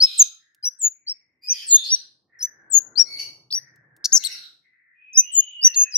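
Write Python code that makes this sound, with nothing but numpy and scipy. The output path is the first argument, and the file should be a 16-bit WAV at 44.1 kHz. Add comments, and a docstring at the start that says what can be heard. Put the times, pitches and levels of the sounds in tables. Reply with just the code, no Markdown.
"""In a yard, a small caged songbird close to the microphone alternates rising and falling whistles and harsh chips.
Its notes are nearly pure tones swept in pitch, shaken where the voice is rough; its feet tick as noise bursts.
Other birds squawk, squeal and whistle further off, heard mostly by way of the walls, as modulated harmonics.
With them a hoarse hiss near 2 kHz comes in waves, made of rough sinking tones through a band-pass.
Beneath lie a few dull thuds and a faint low rumble of coloured noise with a wavering drone."""
import sys
import numpy as np
from scipy import signal
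from scipy.fft import rfft, irfft
from scipy.io import wavfile
from scipy.ndimage import uniform_filter1d, minimum_filter1d, map_coordinates

SR = 44100
rng = np.random.default_rng(int(sys.argv[2]) if len(sys.argv) > 2 else 0)


def transcribe(signal):
    """Save signal, clipped to [-1, 1], as a 16-bit WAV file at the path in sys.argv[1]."""
    frames = np.atleast_2d(signal).T
    limited = np.clip(frames, -1, 1)
    pcm = np.round(limited * 32767).astype(np.int16)
    wavfile.write(sys.argv[1], SR, pcm)


N = 263277
TIME = np.arange(N) / SR
TOP_HZ = 15900  # upper limit of the recorder


def undb(db):
    """Amplitude gain is ten to the power of decibels over twenty."""
    return 10 ** (np.asarray(db) / 20)


def unit(x):
    """Normalisation: scale to an rms of 1."""
    return x / np.sqrt(np.mean(x ** 2) + 1e-20)


def join(t, times, values):
    """Linear interpolation through points, with their times forced into order."""
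    return np.interp(t, np.maximum.accumulate(times), values)


def band(x, lo_hz, hi_hz):
    """Band-pass filtering keeps the energy between two frequencies."""
    edges = [lo_hz, min(hi_hz, .45 * SR)]
    return signal.sosfilt(signal.butter(2, edges, "band", fs=SR, output="sos"), x)


def wobble(count, hz):
    """Low-passed noise: random motion up to a given speed, of rms 1 before its settling time is cut off."""
    lowpass = signal.butter(4, min(hz, .45 * SR), fs=SR, output="sos")
    noise = signal.sosfilt(lowpass, rng.standard_normal(count + SR // 5))
    return unit(noise)[-count:]


def span(start, end):
    """Sampling instants of a note [s], at least 5 ms long and none before zero."""
    first = int(max(start, 0) * SR)
    last = int(max(end, start + .005) * SR)
    return np.arange(first, last) / SR


def add(out, t, sound):
    """Superposition: mix a sound in at its time."""
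    i = min(int(round(t[0] * SR)), N)
    out[..., i:i + sound.shape[-1]] += sound[..., :N - i]


def edges(count, edge_s):
    """A tapered window avoids clicks at both ends of a note."""
    return signal.windows.tukey(count, min(1, 2 * edge_s * SR / count))


def syrinx(t, hz, db, rough, overtone_db, pan_db, lead, waver=0.005, rasp=0.13, flutter_db=2.0,
           rolloff_db=-10, side_hz=3900, side_db=-38, outer_db=-12, air_db=-58, scratch_db=-23,
           edge_s=0.0027):
    """Frequency and amplitude modulation: a nearly pure tone at two ports shakes when the voice is rough."""
    count = len(t)
    smooth_hz = uniform_filter1d(hz, SR // 330)
    hz = smooth_hz * (1 + waver * wobble(count, 190) + rasp * rough * wobble(count, 1100))
    phase = 2 * np.pi * np.cumsum(hz) / SR
    shaken_db = db + flutter_db * wobble(count, 140) + 5.2 * rough * wobble(count, 700)
    size = undb(shaken_db) * edges(count, edge_s)
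    # faint tones about 3.9 and 7.8 kHz either side of the whistle, stronger when it is loud
    beat = 2 * np.pi * np.cumsum(side_hz + 45 * wobble(count, 300)) / SR
    side_gain = undb(side_db + 0.27 * (db - db.max()))
    size = size * (1 + 2 * side_gain * (np.cos(beat) + undb(outer_db) * np.cos(2 * beat)))
    third_fade = np.clip((SR / 2 - 3 * hz) / 1000, 0, 1)  # no third harmonic past half the sampling rate
    ports = []
    for side in (1, -1):
        p = phase + side * lead / 2
        tone = np.sin(p) + undb(overtone_db) * np.sin(2 * p)
        tone = tone + undb(overtone_db + rolloff_db) * np.sin(3 * p) * third_fade
        air_gain = undb(air_db) + rough * undb(scratch_db)
        air = air_gain * unit(band(rng.standard_normal(count), 4000, 10000))
        ports.append(undb(side * pan_db / 2) * (np.sqrt(2) * tone + air))
    # the mean power of the two ports does not depend on the level difference
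    return size * np.array(ports) / np.sqrt(np.cosh(pan_db * np.log(10) / 20))


def release(t, end, close_s=0.016, depth_db=27):
    """Accelerating decay [dB]: the note dies ever faster as the syrinx closes."""
    return -depth_db * np.clip(1 + (t - end) / close_s, 0, 1) ** 2


def rising_whistles(break_db=12, break_s=0.0006, leap_rough=0.23):
    """Upward sweep: a soft lead-in dips, then leaps to a loud held top, the voice breaking and rough at the leap."""
    # rising whistles: (leap [s], lead-in [s], opening pitch [Hz], top pitch [Hz], level [dB],
    # lead-in over top [dB], octave over fundamental [dB], left minus right [dB], left phase lead [rad])
    rises = [(0.02, 0.019, 3814, 5262, -10, -5, -29.5, 2.5, -1.5),
             (0.652, .026, 4850, 5858, -20, -5.5, -20.5, 3, -2),
             (1.09, 0.025, 4440, 5425, -26, -3.5, -44, 1, -2.5),
             (1.496, 0.027, 4780, 5975, -17, -7, -35.5, 1, -2.5),
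             (1.916, 0.047, 4698, 5870, -13.5, -6.5, -30, 2.5, 2.1),
             (2.424, .035, 5900, 6000, -23, -7, -15.5, 3.5, -1.2),
             (2.991, 0.036, 4140, 5610, -10, -5.5, -37, 14, 5.5),
             (3.55, 0.025, 5530, 5835, -24.5, 6, -19, 4, 1.8),
             (5.171, 0.041, 6408, 6100, -7.5, -17.5, -22, 0.5, 2.0),
             (5.643, 0.03, 4500, 5960, -7, -12.5, -23.5, 1, 2.0),
             (5.952, 0.05, 6400, 5805, -13, -16, -32, 4, -2)]
    dip_share = .815  # dip pitch over top pitch
    hold_s, hold_fade_db = 0.044, 1.5  # length of the top and its fade
    out = np.zeros((2, N))
    for knee, lead_s, open_hz, top_hz, db, lead_db, octave_db, pan_db, lead in rises:
        end = knee + hold_s
        t = span(knee - lead_s, end)
        from_knee, dip_hz = t - knee, dip_share * top_hz
        leap_hz = dip_hz + .38 * (top_hz - dip_hz)
        hz = join(from_knee, [-lead_s, -.018, -.004, .004, .018, hold_s],
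                  [open_hz, dip_hz, leap_hz, .98 * top_hz, 1.006 * top_hz, .985 * top_hz])
        swell_db = join(from_knee, [-lead_s, -.018, -.010, 0, .005],
                        [lead_db - 21, lead_db - 11, lead_db, lead_db, 0])
        swell_db = swell_db - break_db * np.exp(-(from_knee / break_s) ** 2)
        swell_db = swell_db + hold_fade_db * (.5 - np.maximum(from_knee / hold_s, 0)) * (from_knee > 0)
        rough = .005 + leap_rough * np.exp(-(from_knee / 0.0035) ** 2)
        level_db = db + swell_db + release(t, end)
        add(out, t, syrinx(t, hz, level_db, rough, octave_db, pan_db, lead))
    return out


def falling_whistles():
    """Exponential glide: a thin high start slides down and swells as it settles."""
    # falling whistles: (start [s], swell [s], length [s], top pitch [Hz], bottom pitch [Hz], level [dB],
    # octave over fundamental [dB], left minus right [dB], left phase lead [rad])
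    falls = [(.175, 0.028, 0.061, 8340, 6160, -6, -22, -1, -1.14),
             (0.787, 0.064, 0.1, 8270, 6690, -15.5, -23, 4.5, -1.1),
             (1.665, 0.082, .110, 8550, 6592, -7.5, -31.5, 2, -2.5),
             (2.699, .060, 0.097, 8270, 6620, -9.5, -24.5, 13.5, 2),
             (5.316, 0.082, 0.097, 8260, 6610, -9, -28.5, 6.5, 3.5),
             (5.749, 0.027, 0.1, 6940, 6470, -14, -32.5, 2.5, 4)]
    out = np.zeros((2, N))
    for start, swell_s, length, top_hz, bottom_hz, db, octave_db, pan_db, lead in falls:
        end = start + length
        t = span(start, end)
        glide_s = .009 + 0.18 * swell_s  # the slower the swell, the slower the slide
        slide = np.exp(-np.maximum(t - start - .01, 0) / glide_s)
        hz = bottom_hz + (top_hz - bottom_hz) * slide
        swell_db = -34 * np.clip(1 - (t - start) / swell_s, 0, 1) ** 1.6
        level_db = db + swell_db + release(t, end)
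        add(out, t, syrinx(t, hz, level_db, 0.016, octave_db, pan_db, lead))
    return out


def chips(second_rough=0.32):
    """Two sources: rough arches, joined from the crest on by a second pitch from the other side of the syrinx."""
    # harsh chips: (crest [s], rise [s], fall [s], crest pitch [Hz], level [dB], roughness [0-1],
    # octave over fundamental [dB], second voice [Hz], second voice over first [dB],
    # left minus right [dB], left phase lead [rad])
    arches = [(3.524, 0.021, 0.007, 5590, -21.5, 0.09, -22.5, 4510, 4, 2, 1.8),
              (4.047, 0.0058, 0.019, 6030, -14.5, 0.6, -18, 4450, -9.5, 4, -1.0),
              (4.137, .018, 0.045, 6740, -9, 0.14, -21.5, 6580, -11.5, 8, 1.44),
              (4.254, .020, 0.023, 4405, -19.5, 0.15, -3, 4020, -15, 10, -1),
              (5.744, 0.0035, 0.012, 4445, -26.5, 0.28, -31, 6220, -5.5, 2, -1)]
    start_share = 0.53  # opening pitch over crest pitch
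    sag_hz_per_s, gain_after_crest_db = 32000, 5.5
    out = np.zeros((2, N))
    for (crest, rise_s, fall_s, crest_hz, db, rough, overtone_db,
         second_hz, second_db, pan_db, lead) in arches:
        end = crest + fall_s
        t = span(crest - rise_s, end)
        before = np.clip((crest - t) / rise_s, 0, 1)
        after = np.maximum(t - crest, 0)
        hz = crest_hz * (1 - (1 - start_share) * before ** 2) - sag_hz_per_s * after
        shape_db = -22 * before ** 2 + gain_after_crest_db * after / fall_s
        shape_db = shape_db + release(t, end, close_s=0.045, depth_db=15)
        add(out, t, syrinx(t, hz, db + shape_db, rough, overtone_db, pan_db, lead))
        t = span(crest, end + 0.005)
        hz = np.full(len(t), 1. * second_hz)
        level_db = db + second_db + release(t, t[-1], close_s=0.023, depth_db=22.5)
        add(out, t, syrinx(t, hz, level_db, second_rough, -15, pan_db, lead))
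    return out


def hops(tick_s=0.0032):
    """Impact noise: claws tick on wood as high-band bursts that decay exponentially."""
    # feet on the perch and bars: (time [s], level before the decay [dB])
    ticks = [(0.547, -54.5), (3.759, -61.5), (3.965, -54), (4.239, -30.5)]
    out = np.zeros(N)
    for start, db in ticks:
        t = span(start, start + 0.026)
        noise = unit(band(rng.standard_normal(len(t)), 3300, 15000))
        add(out, t, undb(db) * np.exp((t[0] - t) / tick_s) * noise)
    return out


def far_tone(t, hz, db, rough, colour, edge_s, rasp=.11, flutter_db=4, count=5):
    """Source and filter: harmonics of one distant sound, clear to scratchy, are weighted by a spectrum."""
    pitch = hz * (1 + rasp * rough * wobble(len(t), 248))
    phase = 2 * np.pi * np.cumsum(pitch) / SR
    colour_hz, colour_db = np.transpose(colour)
    tone = np.zeros(len(t))
    for k in range(1, count + 1):
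        weight = undb(join(np.log(k * hz), np.log(colour_hz), colour_db))
        tone += weight * np.sin(k * phase) * (k * pitch < TOP_HZ)
    # uneven cycles spread a haze around each partial
    haze = 1 + .65 * rough * wobble(len(t), hz[0] / 4)
    size = undb(db + flutter_db * wobble(len(t), 60)) * haze
    return np.sqrt(2) * tone * size * edges(len(t), edge_s)


def squawks(scoop=.04, swell_s=0.055):
    """Voice break: a clear nasal note creeps up and swells, then roughens as a second, higher voice joins."""
    # squawks: (start [s], break [s], end [s], pitch [Hz], level before throat and mixing [dB],
    # roughness after the break [0-1], second voice over first [dB])
    calls = [(-.06, 0.001, 0.24, 2515, -46, 0.24, 1.5), (1.407, 1.504, 1.65, 2474, -43, 0.46, -2),
             (3.038, 3.167, 3.235, 2224, -41, 0.18, 1), (4.144, 4.20, 4.354, 2152, -47.5, .5, 6)]
    # resonance of the squawking throat: (frequency [Hz], gain [dB])
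    throat = [(2200, -10), (2750, -15.5), (3150, -7), (4500, 1), (5500, -5), (6100, -7), (6800, -27.5),
              (9000, -26), (12000, -19.5), (13500, -31.5)]
    clear_rough, swell_depth_db, second_ratio = 0.12, 15.5, 1.32
    out = np.zeros(N)
    for start, broken, end, pitch_hz, db, broken_rough, second_db in calls:
        t = span(start, end)
        before = np.clip(1 - (t - start) / swell_s, 0, 1)
        rough = np.where(t < broken, clear_rough, broken_rough)
        hz = pitch_hz * (1 - scoop * before)
        add(out, t, far_tone(t, hz, db - swell_depth_db * before, rough, throat, edge_s=0.025))
        t = span(broken, end)
        hz = second_ratio * pitch_hz * np.linspace(1, .96, len(t))
        add(out, t, far_tone(t, hz, db + second_db, .42, throat, edge_s=.03))
    return out


def squeals():
    """Linear glides: high notes roughened by random modulation."""
    # squeals: (start [s], length [s], start pitch [Hz], end pitch [Hz],
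    # level before colour and mixing [dB], roughness [0-1])
    glides = [(0.04, 0.19, 3940, 3912, -43.5, 0.43), (1.672, .085, 4540, 3757, -35.5, 0.31),
              (1.713, 0.12, 3626, 3545, -39, 0.17), (1.826, 0.13, 4178, 4437, -38, 0.7),
              (4.337, 0.132, 4127, 3968, -50, 0.46)]
    # weight of the harmonics: (frequency [Hz], gain [dB])
    colour = [(3000, 2.5), (5000, -3.5), (7500, -25), (11500, -21.5), (14000, -35.5)]
    out = np.zeros(N)
    for start, length, start_hz, end_hz, db, rough in glides:
        t = span(start, start + length)
        hz = np.linspace(start_hz, end_hz, len(t))
        add(out, t, far_tone(t, hz, db, rough, colour, edge_s=0.015))
    return out


def hoarse_band():
    """Random modulation in a fixed band: a hoarse hiss near 2 kHz comes in waves, sinking in pitch and fading."""
    # waves of the hiss: (start [s], length [s], opening pitch [Hz], level before colour, fade and mixing [dB])
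    waves = [(0.0, 0.41, 1504, -68.5), (0.356, 0.57, 1843, -70.5), (0.847, 0.75, 2414, -70.5),
             (1.446, .62, 2010, -61.5), (2.272, 0.88, 1872, -57.5), (3.497, 0.71, 1953, -58.5),
             (3.96, 0.55, 1745, -57), (4.602, 0.48, 2095, -63.5), (5.14, 0.31, 2070, -69),
             (5.597, 0.51, 1940, -56.5)]
    # weight of the harmonics: (frequency [Hz], gain [dB])
    colour = [(1200, -1.5), (2400, -4.5), (2900, -39), (6000, -44.5), (14000, -55)]
    sag_hz_per_s, fade_db_per_s, rough = 650, 14, 0.56
    out = np.zeros(N)
    for start, length, open_hz, db in waves:
        t = span(start, start + length)
        age = t - start
        hz = open_hz - sag_hz_per_s * age
        add(out, t, far_tone(t, hz, db - fade_db_per_s * age, rough, colour, edge_s=0.081))
    return band(out, 1340, 2300)


def far_harsh_sounds():
    """Superposition of distant squawks, squeals and a hoarse hiss."""
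    return squawks() + squeals() + hoarse_band()


def long_whistle(waver=0.0145, haze=0.1, gain_db=2):
    """Frequency modulation: a slightly husky sine arches slowly up and down."""
    # one long distant whistle: (time [s], pitch [Hz], level before gain and mixing [dB])
    arch = [(4.95, 2470, -76), (5.022, 2509, -57.5), (5.222, 2537, -56.5), (5.23, 2777, -53.5),
            (5.322, 2983, -45), (5.536, 2962, -46), (5.882, 2533, -54), (5.95, 2508, -68)]
    s, hz, db = np.transpose(arch)
    hz = join(TIME, s, hz) * (1 + waver * wobble(N, 200))
    size = undb(join(TIME, s, db) + gain_db) * (1 + haze * wobble(N, 590)) * (TIME > s[0])
    return np.sqrt(2) * np.sin(2 * np.pi * np.cumsum(hz) / SR) * size


def thuds():
    """Band-limited noise: brief dull low thuds under a few notes, each with a bell-shaped envelope."""
    # thuds: (start [s], length [s], low edge [Hz], high edge [Hz], level at the middle [dB])
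    puffs = [(0.195, 0.034, 35, 170, -56.5), (2.739, 0.077, 50, 201.7, -65),
             (4.122, 0.063, 600, 1250, -45.5)]
    out = np.zeros(N)
    for start, length, lo_hz, hi_hz, db in puffs:
        t = span(start, start + length)
        noise = unit(band(rng.standard_normal(len(t)), lo_hz, hi_hz))
        add(out, t, undb(db) * np.hanning(len(t)) * noise)
    return out


def rumble(width=.4, hum_hz=138, gain_db=4.5, bass_hz=250, dulling=0.75):
    """Spectral shaping: low outdoor noise swells and ebbs, with narrow-band noise as a wavering drone."""
    # level of the low outdoor noise: (time [s], level before gain [dB])
    course = [(0.0, -72), (0.11, -85), (0.35, -87.5), (1.5, -79.5), (1.77, -69.5), (1.86, -70.5),
              (2.15, -78.5), (2.43, -74.5), (2.64, -68), (2.89, -65.5), (3.29, -65.5), (3.5, -73),
              (4.31, -70), (4.53, -77), (4.81, -87.5), (5.93, -86)]
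    # spectrum of that noise: (frequency [Hz], relative density [dB per Hz])
    colour_table = [(24, -58.5), (40, -25.5), (135, -6), (202, -10.5), (331, -3), (407, -6), (618, -8.5),
                    (1190, -13), (1400, -23), (1820, -40.5), (3080, -120)]
    hum_start_s, hum_end_s, hum_attack_s, hum_release_s, hum_db = 3.04, 3.98, 0.29, 0.029, -66.5
    hz, db = np.transpose(colour_table)
    bins_hz = np.arange(N // 2 + 1) * SR / N
    colour = undb(np.interp(np.log(bins_hz + 1), np.log(hz), db, left=-50, right=-60))
    mid, side = (unit(irfft(rfft(rng.standard_normal(N)) * colour, N)) for _ in range(2))
    size = undb(join(TIME, *np.transpose(course)) + gain_db + 0.41 * wobble(N, 17))
    attack = (TIME - hum_start_s) / hum_attack_s
    decay = (hum_end_s - TIME) / hum_release_s
    swell = np.clip(np.minimum(attack, decay), 0, 1)
    hum = unit(band(rng.standard_normal(N), .85 * hum_hz, 1.096 * hum_hz))
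    drone = undb(hum_db) * swell * hum
    noise = mid + width * np.array([[1], [-1]]) * side
    bass = signal.sosfiltfilt(signal.butter(2, bass_hz, fs=SR, output="sos"), noise)
    # the quieter the noise, the duller
    return size * (bass + (size / size.max()) ** dulling * (noise - bass)) + drone


def walls(x, t60_s, gap_s, treble_hz):
    """Reverberation: convolve with dense decaying noise, different at each port, whose treble dies sooner."""
    t = np.arange(SR) / SR
    noise = rng.standard_normal((2, SR))
    lowpass = signal.butter(2, min(treble_hz, .45 * SR), fs=SR, output="sos")
    low = signal.sosfiltfilt(lowpass, noise)
    fade = undb(-60 * t / t60_s) * (t > gap_s)
    treble = (noise - low) * undb(-30 * t / t60_s)
    echoes = (low + treble) * fade / np.sqrt(np.sum(fade ** 2))
    return signal.fftconvolve(x * np.ones((2, 1)), echoes, axes=1)[:, :N]


def cage(x, gain_db=-26, count=6):
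    """Comb filtering: quick reflections from the perch, tray and frame ripple every sweep."""
    out = x.copy()
    for port in range(2):
        for lag in rng.integers(SR // 1000, SR // 110, count):
            out[port, lag:] += undb(gain_db) / np.sqrt(count) * x[port, :-lag]
    return out


def blur(x, speed_hz=220):
    """Phase modulation: a slightly restless delay spreads ringing lines into a wash."""
    depth_s = .00001
    ports = []
    for port in x:
        read_at = (TIME + depth_s * wobble(N, speed_hz)) * SR
        ports.append(map_coordinates(port, [read_at], mode="nearest"))
    return np.array(ports)


def scene():
    """Direct-to-reverberant ratio: the caged bird is nearly dry, the distant sounds nearly all echo."""
    song = rising_whistles() + falling_whistles() + chips()
    bird = band(song, 800, TOP_HZ + 3000) + hops()  # so small a beak radiates no bass
    far = far_harsh_sounds() + long_whistle()
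    near_echo = undb(-22.0) * blur(walls(bird, t60_s=0.3075, gap_s=0.01, treble_hz=8900))
    far_echo = undb(4.5) * walls(far, t60_s=0.38, gap_s=0.0026, treble_hz=12000)
    return cage(bird) + near_echo + undb(-5.5) * far + far_echo + rumble() + thuds()


def record(dry):
    """Peak limiting: a quick gain holds the loudest peaks under full scale, then a low-pass cuts the top."""
    headroom = np.minimum(1, .87 / (np.abs(dry) + 1e-9))
    lowest = minimum_filter1d(headroom, size=177, axis=1)
    gain = uniform_filter1d(lowest, size=89, axis=1)
    return signal.sosfilt(signal.ellip(10, .2, 80, TOP_HZ, fs=SR, output="sos"), dry * gain)


dry = scene()
out = record(dry)
transcribe(out)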